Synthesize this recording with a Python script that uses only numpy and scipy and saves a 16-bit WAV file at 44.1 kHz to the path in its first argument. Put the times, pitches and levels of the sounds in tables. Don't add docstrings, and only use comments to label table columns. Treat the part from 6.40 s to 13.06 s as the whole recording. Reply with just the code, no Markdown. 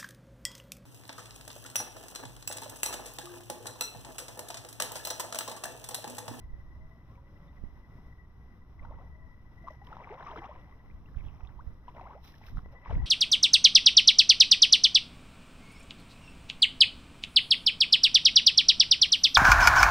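import sys
import numpy as np
from scipy import signal
from scipy.fft import rfft, irfft
from scipy.io import wavfile
from scipy.ndimage import uniform_filter1d

SR = 44100
rng = np.random.default_rng(int(sys.argv[2]) if len(sys.argv) > 2 else 0)


def put_to_file(sound):
    columns = np.atleast_2d(sound).T
    safe = np.clip(columns, -1, 1)
    whole_steps = np.round(safe * 32767)
    wavfile.write(sys.argv[1], SR, whole_steps.astype(np.int16))


N = 293706
TIME = np.arange(N) / SR
FREQ = np.fft.rfftfreq(N, 1 / SR)

# f/Hz, level/dB
SPRAY_SPECTRUM = [(700, -32), (1700, 10), (3200, 9.5), (5600, -0.5), (8000, -14), (14000, -28)]


def wading(churn_db=-4, wash_db=-9.5, crackle_db=-3.5, spray_db=-15.5,
           surge_db=2.3, surge_hz=25, spit_db=3, spit_hz=200):
    # f/Hz, level/dB
    water_bubbles = [(280, -19.5), (450, -4), (800, 3), (1100, 5), (1500, -11), (2300, -27)]
    # f/Hz, level/dB
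    mud_bubbles = [(1400, -0.5), (1900, 8), (2500, 2), (3400, 0), (4300, -31), (5800, -1)]
    # f/Hz, level/dB
    wash_spectrum = [(80, -5), (300, 7), (500, -1.5), (950, 17), (1600, -10.5), (2600, -13), (5000, -30),
                     (12000, -55)]
    churn = gain(churn_db) * swarm(water_bubbles, cycles=49, spread_db=14, rise_oct_s=28, count=4200)
    wash = gain(wash_db) * noise(gain(curve(wash_spectrum)), 1)
    crackle = gain(crackle_db) * swarm(mud_bubbles, cycles=13, spread_db=10, rise_oct_s=56, count=8000)
    spray = noise(gain(curve(SPRAY_SPECTRUM)), 1)
    spray = gain(spray_db) * evened(spray * gain(spit_db * drift(spit_hz)))
    surges = gain(surge_db * drift(surge_hz))
    water, mud = stirring(column=2), stirring(column=3)
    return surges * (water * (churn + wash) + mud * (crackle + spray))


def stirring(column, push_s=0.026, settle_s=0.028, ripple_db=-12, ripple_s=0.3):
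    # t/s, hold/s, water level/dB, mud level/dB
    steps = [(.62, 0.79, -82, -80.5), (2.415, 0.23, -57, -76), (3.29, 0.06, -64, -69),
             (3.5, 0.22, -52, -62.5), (3.69, 0.098, -49, -61.5), (3.81, 0.18, -48, -59.5),
             (3.962, 0.03, -54.5, -55.5), (4.02, 0.037, -51.5, -60.5), (4.08, 0.08, -55.5, -66.5),
             (4.79, 0.17, -63, -75.5), (5.0, 0.11, -62, -83), (5.48, 0.022, -61.5, -66.5),
             (5.565, 0.18, -53.5, -69), (6.03, 0.062, -61, -66), (6.175, 0.019, -60.5, -73),
             (6.33, 0.026, -57.5, -71), (6.462, 0.021, -54.5, -57.5), (6.505, 0.023, -48, -53.5),
             (6.56, 0.14, -62, -72.5)]
    pushes = envelope(steps, push_s, settle_s, column)
    ripples = gain(ripple_db) * envelope(steps, push_s, ripple_s, column)
    return np.hypot(pushes, ripples)


def swarm(sizes, cycles, spread_db, rise_oct_s, count, scatter_s=0.00008):
    out = np.zeros((2, N))
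    low_hz, high_hz = sizes[0][0], sizes[-1][0]
    for k, (when, size, strength, life, climb, side) in enumerate(rng.random((count, 6))):
        hz = low_hz * (high_hz / low_hz) ** size
        t60_s = cycles * 2 ** (2 * life - 1) / hz
        ring = bubble(hz, t60_s, rise_oct_s * climb, lag_s=scatter_s * (2 * side - 1), pinch_s=1 / hz)
        add(out, (k + when) / count * N / SR, gain(curve(sizes, hz) + spread_db * strength ** 2) * ring)
    return out / np.sqrt(uniform_filter1d((out ** 2).mean(0), size=1800) + 1e-9)


def bubble(hz, t60_s, rise_oct_s, lag_s=0, pinch_s=0.00055):
    t = np.maximum(np.arange(int(t60_s * SR) + 1) / SR - np.array([[0], [lag_s]]), 0)
    octaves = rise_oct_s * t
    turns = np.cumsum(hz * 2 ** np.minimum(octaves, 1) * (t > 0), axis=1) / SR
    shape = (1 - np.exp(-t / pinch_s)) * np.exp(-np.log(1000) * t / t60_s)
    cutoff = 1 / (1 + (np.maximum(octaves, 0) / 0.85) ** 12)
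    return np.sin(2 * np.pi * turns) * shape * cutoff


def plops(pinch_cycles=0.87, splat_db=-31, splat_s=0.0066):
    # t/s, f/Hz, level/dB, t60/s, rise/(octave/s)
    bubbles = [ (0.699, 1013, -62, 0.21, 5.5), (.755, 2270, -59, 0.027, 0), (0.776, 975, -53, 0.1, 0),
               (.974, 2660, -68, 0.038, 5), (1.08, 3560, -68.5, 0.065, 2), (1.582, 960, -57.5, 0.11, 1),
               (2.394, 2110, -48.5, 0.032, -15), (2.448, 900, -41.5, 0.056, 5),
               (2.451, 1330, -43.5, 0.018, 33), (2.429, 2330, -57, .025, 5), (2.507, 566, -44, 0.034, 2),
               (2.511, 1050, -50, .035, 7), (2.524, 760, -50, 0.069, 17), (2.586, 880, -47, 0.036, 6),
               (2.613, 1020, -47, 0.028, -1), (3.240, 652, -47.5, 0.12, 3), (3.27, 1110, -40, 0.047, 12),
               (3.275, 1000, -35, 0.048, 7.5), (3.283, 1104, -32, 0.024, 7), (3.305, 600, -39, 0.048, 5),
               (3.416, 795, -45, 0.071, 2.5), (3.47, 3040, -42, 0.0069, 12),
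               (3.471, 1030, -46.5, 0.039, -10), (3.517, 810, -40, 0.079, 16.5),
               (3.528, 1295, -34.5, 0.02, 7), (3.568, 954, -31, 0.013, 4), (3.600, 890, -42.5, 0.066, 17),
               (3.612, 550, -51, 0.11, -10), (3.704, 368, -40.5, 0.2, 14.5), (3.742, 495, -48, 0.17, 5.5),
               (3.798, 946, -40, 0.044, 3), (3.825, 1026, -39.5, 0.06, 3.5), (3.862, 1130, -39, 0.029, 10),
               (3.882, 1134, -36, 0.036, 4), (3.912, 2870, -47, 0.022, 65), (3.914, 940, -36, 0.053, 0),
               (3.932, 637, -42, 0.16, -3), (3.961, 1230, -32, 0.018, 11), (3.964, 450, -33, 0.035, -5),
               (3.973, 1420, -35.5, 0.018, 22), (3.981, 311, -36, 0.082, 6.5),
               (4.017, 798, -40.5, 0.08, 4.5), (4.043, 766, -40.5, 0.075, 5.5),
               (4.092, 641, -39, 0.078, -11), (4.112, 964, -42, 0.064, 19), (4.164, 960, -49, 0.035, 9),
               (4.5, 2000, -51.5, 0.017, 12), (4.511, 2350, -54.5, .018, 14), (4.659, 2660, -55, 0.022, 11),
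               (5.006, 1340, -40.5, 0.0075, 0), (5.073, 3500, -48.5, 0.0083, 12),
               (5.19, 858, -44.5, 0.12, 38), (5.481, 978, -36, 0.051, 1), (5.549, 710, -44, .035, -8),
               (5.565, 597, -36, 0.022, 6), (5.595, 914, -38, 0.029, 6), (5.611, 742, -35, 0.038, -0.5),
               (5.655, 883, -42, 0.096, 35), (5.672, 770, -40.5, 0.036, 3), (5.731, 1020, -48, 0.023, 17),
               (5.75, 504, -45.5, 0.27, 21), (6.014, 820, -41.5, 0.024, 12), (6.171, 1270, -34, 0.011, 21),
               (6.459, 1035, -36, 0.045, -16), (6.497, 893, -34.5, 0.033, -3), (6.509, 650, -28, 0.028, -8),
               (6.525, 482, -27.5, 0.019, -3), (6.618, 738, -44.5, 0.048, 22)]
    t, out = np.arange(SR // 50) / SR, np.zeros((2, N))
    spray = noise(gain(curve(SPRAY_SPECTRUM)), 0.78)
    for t_s, hz, db, t60_s, rise_oct_s in bubbles:
        ring = bubble(hz, t60_s, rise_oct_s, pinch_s=pinch_cycles / hz)
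        splat = spray[:, round(t_s * SR):][:, :len(t)] * np.exp(-t / splat_s)
        add(out, t_s, gain(db) * wobbled(ring))
        add(out, t_s, gain(db + splat_db) * splat)
    return out


def wobbled(ring, wobble_hz=130, wobble_db=1.1):
    t = np.arange(ring.shape[1]) / SR
    sway = sum(np.sin(2 * np.pi * (wobble_hz * 2 ** (2 * rate - 1) * t + turn))
               for rate, turn in rng.random((4, 2)))
    return ring * gain(wobble_db * sway)


def smacks(half_width_hz=380, attack_s=0.001, decay_s=0.0028):
    # t/s, f/Hz, level/dB
    films = [(2.509, 700, -48), (2.612, 980, -49), (3.275, 1610, -52), (3.471, 1840, -52),
             (3.556, 905, -45), (3.567, 1100, -46), (3.637, 2200, -46), (3.644, 2100, -44),
             (3.672, 970, -39), (3.691, 1970, -44), (3.699, 900, -41), (3.714, 2240, -47),
             (3.789, 1200, -39.5), (3.807, 1300, -38), (3.827, 1650, -41.5), (3.828, 3830, -55.5),
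             (3.863, 2160, -47), (3.958, 1134, -34), (3.973, 1100, -38), (3.975, 1950, -41),
             (3.984, 3320, -47), (4.005, 1400, -46), (4.018, 1420, -40.5), (4.038, 2150, -47),
             (4.042, 950, -38), (4.687, 1550, -53.5), (4.746, 1350, -50), (4.777, 1400, -58),
             (4.785, 2660, -56), (4.807, 2010, -51), (4.862, 3400, -57), (4.883, 2750, -53),
             (5.007, 2300, -55.5), (5.048, 2540, -55), (5.090, 1680, -53), (5.48, 3050, -53.5),
             (5.547, 3100, -58), (5.569, 2080, -48), (5.581, 910, -38.5), (5.596, 1020, -38),
             (5.610, 2150, -50), (5.640, 2040, -53), (5.668, 2040, -52), (5.686, 2090, -55),
             (5.733, 1200, -51), (5.940, 1900, -49.5), (6.038, 2170, -49.5), (6.084, 1470, -45),
             (6.180, 1390, -46), (6.190, 1250, -43.5), (6.499, 1200, -53), (6.510, 880, -33.5),
             (6.552, 2170, -44)]
    t, out = np.arange(2048) / SR, np.zeros((2, N))
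    hz = np.fft.rfftfreq(len(t), 1 / SR)
    shape = (1 - np.exp(-t / attack_s)) * np.exp(-t / decay_s)
    for t_s, centre_hz, db in films:
        band = np.exp(-((hz - centre_hz) / half_width_hz) ** 2)
        burst = shape * irfft(band * rfft(rng.standard_normal(len(t))))
        add(out, t_s, gain(db) * burst[None] * np.linalg.norm(shape) / np.linalg.norm(burst))
    return out


def drips(drops_per_s=550, low_hz=1910, high_hz=3540, spread_db=8):
    # t/s, length/s, top level/dB
    flurries = [(4.757, 0.018, -55), (4.775, 0.03, -50), (4.834, 0.078, -54.5), (4.914, 0.092, -60),
                (5.03, 0.096, -61)]
    out = np.zeros((2, N))
    for t_s, length_s, db in flurries:
        for k, (when, size, weakness) in enumerate(rng.random((80, 3))):
            if k < drops_per_s * length_s:
                ring = bubble(low_hz * (high_hz / low_hz) ** size, t60_s=0.0066, rise_oct_s=16)
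                add(out, t_s + when * length_s, gain(db - spread_db * weakness) * ring)
    return out


def sizzle(pops_per_s=700, spread_db=4, fade_s=0.022):
    # t/s, hold/s, level/dB
    showers = [(3.31, .025, -78.5), (3.77, 0.29, -82), (4.77, 0.283, -84.5), (5.5, 0.37, -90)]
    # f/Hz, level/dB
    tick_spectrum = [(3000, -18), (5600, 8.5), (8000, -11.5), (14000, -4.5)]
    pops = rng.random(N) < pops_per_s / SR
    ticks = pops * gain(spread_db * np.minimum(rng.exponential(1, N), 4))
    right = rng.random(N)
    patter = irfft(rfft(ticks * np.array([1 - right, right])) * gain(curve(tick_spectrum)), N)
    return envelope(showers, fade_s, fade_s) * evened(patter)


def bank_scatter(sound, t60_s=0.046, echoes_per_s=2000, gap_s=0.003, side_hz=1200):
    t = np.arange(SR // 4) / SR
    taps = rng.standard_normal((2, len(t))) * (rng.random((2, len(t))) < echoes_per_s / SR) * (t > gap_s)
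    mid, side = taps * np.exp(-np.log(1000) * t / t60_s)
    side = signal.sosfilt(signal.butter(2, side_hz, "highpass", fs=SR, output="sos"), side)
    tail = np.array([mid + side, mid - side])
    tail /= np.linalg.norm(tail, axis=1, keepdims=True)
    return signal.fftconvolve(sound, tail, axes=1)[:, :N]


def trousers(grain_db=2.5, catch_hz=300, patchy_db=1.0, patchy_hz=80, split_hz=3000, flick_s=0.0051):
    # f/Hz, level/dB
    cloth_spectrum = [(400, -22), (900, 5), (1600, 2), (2600, 3), (4000, 3.5), (5500, 0), (8000, -16.5),
                      (11000, -9), (15000, -7)]
    # t/s, hold/s, level/dB
    strokes = [(5.840, 0.045, -62), (5.9, 0.086, -69.5), (6.036, 0.0036, -68), (6.064, 0.024, -62.5),
               (6.17, .005, -67.5)]
    # t/s, hold/s, level/dB
    flicks = [(3.449, 0.0022, -67.5), (3.470, 0.0017, -66.5), (5.847, .006, -70.5), (6.068, .003, -68),
              (6.322, 0.008, -69.5)]
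    rub = rfft(noise(gain(curve(cloth_spectrum)), 0.71))
    low = 1 / (1 + (FREQ / split_hz) ** 4)
    scratch = sum(irfft(rub * band, N) * gain(patchy_db * drift(patchy_hz)) for band in (low, 1 - low))
    motion = envelope(strokes, attack_s=0.019, release_s=0.034) + envelope(flicks, flick_s, flick_s)
    return motion * evened(scratch * gain(grain_db * drift(catch_hz)))


def wind(gust_db=-1, lumpy_db=2, lumpy_hz=21, build_s=0.023, lull_s=0.046):
    # f/Hz, level/dB
    eddy_spectrum = [(8, -5), (25, -1.5), (60, -4), (110, -14), (200, -25), (400, -40), (1000, -65),
                     (3000, -90)]
    # t/s, hold/s, left level/dB, right level/dB
    gusts = [(.03, 0.42, -49, -46), (1.235, 0.023, -77, -36), (2.41, 0.14, -46.5, -41),
             (2.6, 0.28, -46, -53.5), (4.48, 0.13, -47.5, -49.5), (4.76, 0.16, -54, -39),
             (5.03, 0.27, -56.5, -43), (6.13, 0.042, -36, -33.5), (6.25, 0.033, -44.5, -43.5),
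             (6.545, 0.02, -23, -23), (6.6, 0.083, -26.5, -30.5)]
    # t/s, level/dB, f/Hz, right share (0-1)
    buffets = [(0.139, -31, 21.8, 1), (1.239, -31.5, 68.6, 1), (4.772, -20.5, 53, 0.92),
               (4.866, -25, 54.4, 0.85), (5.037, -27, 44, 0.94), (5.276, -23, 46.7, 0.9),
               (6.152, -20.5, 33.5, 0.5), (6.182, -21, 75.5, 1), (6.559, -21, 44.7, 0.05)]
    eddies = noise(gain(curve(eddy_spectrum)), 0.57)
    eddies /= np.sqrt(uniform_filter1d(eddies ** 2, size=4000, axis=1) + 1e-9)
    strength = np.array([envelope(gusts, build_s, lull_s, column) for column in (2, 3)])
    out = eddies * strength * gain(gust_db + lumpy_db * drift(lumpy_hz))
    for t_s, db, hz, right in buffets:
        phase = np.pi * hz * (TIME - t_s)
        thump = (1 - 2 * phase ** 2) / (1 + phase ** 2) ** 2.5
        out += gain(db) * np.array([[1 - right], [right]]) * thump
    return out


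def thumps():
    # t/s, level/dB, factor on pitch and decay rate
    hits = [(1.238, -49, 0.77), (6.260, -50.5, 2.2)]
    # f/Hz, level/dB, t60/s
    modes = [(255, 9, 0.023), (330, 0.5, 0.017), (465, -11, 0.024), (640, -19, .015)]
    t, out = np.arange(SR // 8) / SR, np.zeros((2, N))
    for t_s, db, pitch in hits:
        ring = sum(gain(mode_db - 60 * t * pitch / t60_s) * np.sin(2 * np.pi * hz * pitch * t)
                   for hz, mode_db, t60_s in modes)
        add(out, t_s, gain(db) * ring[None])
    return out


def outdoors(level_db=-52.43, swell_db=1.35, swell_hz=7.1):
    # f/Hz, level/dB
    air_spectrum = [(10, 1), (30, 0), (60, -4), (100, -3), (160, -8.5), (260, -15.5), (400, -22.5),
                    (560, -26), (780, -26.5), (1100, -25), (1500, -32.5), (1900, -37.5), (2600, -42),
                    (3600, -44.5), (5500, -48), (10000, -55.5), (14500, -54)]
    # f/Hz, correlation
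    air_correlation = [(40, 0.85), (130, 1), (640, 0.9), (1400, 0.88), (3100, 1), (7000, 0.062)]
    swell = gain(level_db + swell_db * drift(swell_hz))
    return swell * noise(gain(curve(air_spectrum)), curve(air_correlation))


def drone_and_whine(flutter_db=4, flutter_hz=28, whine_db=2):
    # f/Hz, half-width/Hz, level/dB
    bands = [(60.9, 7, -58), (1004, 49, -80.5), (1965, 37, -74.5)]
    # t/s, relative level/dB
    whine_levels = [(0.0, -77.5), (0.55, -77.5), (0.74, -86.5), (.97, -80.5), (1.66, -79.5), (1.78, -72.5),
                    (1.93, -86), (2.15, -78), (2.3, -86.5), (2.57, -78.5), (2.88, -74), (3.08, -82),
                    (3.24, -68.5), (3.6, -81.5), (4.35, -77), (4.53, -87.5), (5.32, -84.5), (6.2, -81),
                    (6.38, -70), (6.52, -73), (6.62, -66)]
    drone, *whines = [gain(db) * noise(1 / (1 + ((FREQ - hz) / half_width_hz) ** 2), 0.95)
                      for hz, half_width_hz, db in bands]
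    whine = sum(whines) * gain(flutter_db * drift(flutter_hz))
    whine /= evened(np.sqrt(uniform_filter1d(whine[0] ** 2, size=5000) + 1e-16))
    swell = evened(gain(np.interp(TIME, *np.transpose(whine_levels))))
    return drone + whine * swell * gain(whine_db)


def far_tones(waver=0.0092, waver_hz=30, flutter_db=3, flutter_hz=34):
    # t/s, length/s, first f/Hz, last f/Hz, level/dB
    tones = [(0.337, 0.28, 615, 673, -70.5), (0.622, 0.56, 529.5, 580, -70.5),
             (2.69, 0.215, 615, 648, -68.5)]
    out = np.zeros((2, N))
    bend = 1 + waver * drift(waver_hz)
    flutter = gain(flutter_db * drift(flutter_hz))
    for t_s, length_s, first_hz, last_hz, db in tones:
        start, count = int(t_s * SR), int(length_s * SR)
        span = slice(start, start + count)
        hz = np.linspace(first_hz, last_hz, count) * bend[span]
        tone = np.sin(2 * np.pi * np.cumsum(hz) / SR) * signal.windows.tukey(count, 0.5) * flutter[span]
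        add(out, t_s, gain(db) * tone[None])
    return out


def gain(db):
    return 10 ** (np.asarray(db) / 20)


def evened(x):
    return x / np.sqrt(np.mean(x ** 2) + 1e-20)


def curve(points, hz=FREQ):
    points_hz, values = np.transpose(points)
    return np.interp(np.log(hz + 1), np.log(points_hz + 1), values)


def add(mix, t_s, sound):
    part = mix[:, max(round(t_s * SR), 0):][:, :sound.shape[1]]
    part += sound[:, :part.shape[1]]


def noise(spectrum, correlation=0):
    left, other = rfft(rng.standard_normal((2, N)))
    correlation = np.clip(correlation, -1, 1)
    right = correlation * left + np.sqrt(1 - correlation ** 2) * other
    return evened(irfft(spectrum * np.array([left, right]), N))


def drift(rate_hz):
    return evened(noise(np.exp(-(FREQ / rate_hz) ** 2))[0])


def envelope(events, attack_s, release_s, column=2):
    power = np.zeros(N)
    for row in events:
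        early_s = np.maximum(row[0] - TIME, 0)
        late_s = np.maximum(TIME - row[0] - row[1], 0)
        power += (gain(row[column]) * np.exp(-early_s / attack_s - late_s / release_s)) ** 2
    return np.sqrt(power)


def scene(scatter_db=-17):
    near = plops() + smacks() + wading() + drips() + sizzle() + thumps()
    tail = gain(scatter_db) * bank_scatter(near)
    return near + tail + trousers() + wind() + outdoors() + drone_and_whine() + far_tones()


def record(dry, cutoff_hz=15550):
    # f/Hz, left minus right level/dB
    imbalance = [(100, 0), (400, 1), (700, 0.7), (1200, 3.5), (1800, 5.5), (2150, 12), (2550, -3),
                 (3300, -4), (5600, -13), (7000, -6), (9000, 1.5), (14000, 5.5)]
    # f/Hz, left lead/rad
    lead = [(400, -.02), (700, -.1), (1200, -.7), (1800, -1.5), (2150, -1.8), (3300, -1.6), (14000, -1.5)]
    # f/Hz, half-width/Hz, level/dB
    dips = [(4530, 283, -13.5), (6490, 230, -24.5), (7620, 1230, -11.5), (9740, 320, -12)]
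    side = np.array([[0.5], [-0.5]])
    dips_db = sum(db * np.exp(-np.abs((FREQ - hz) / half_width_hz) ** 3) for hz, half_width_hz, db in dips)
    response = gain(dips_db + side * curve(imbalance)) * np.exp(1j * side * curve(lead))
    end_fades = signal.windows.tukey(N, 0.001)
    heard = irfft(rfft(dry * end_fades) * response, N)
    low_pass = signal.firwin(511, cutoff_hz, window=("kaiser", 9), fs=SR)
    return signal.oaconvolve(heard, low_pass[None], "same")


dry = scene()
out = record(dry)
put_to_file(out)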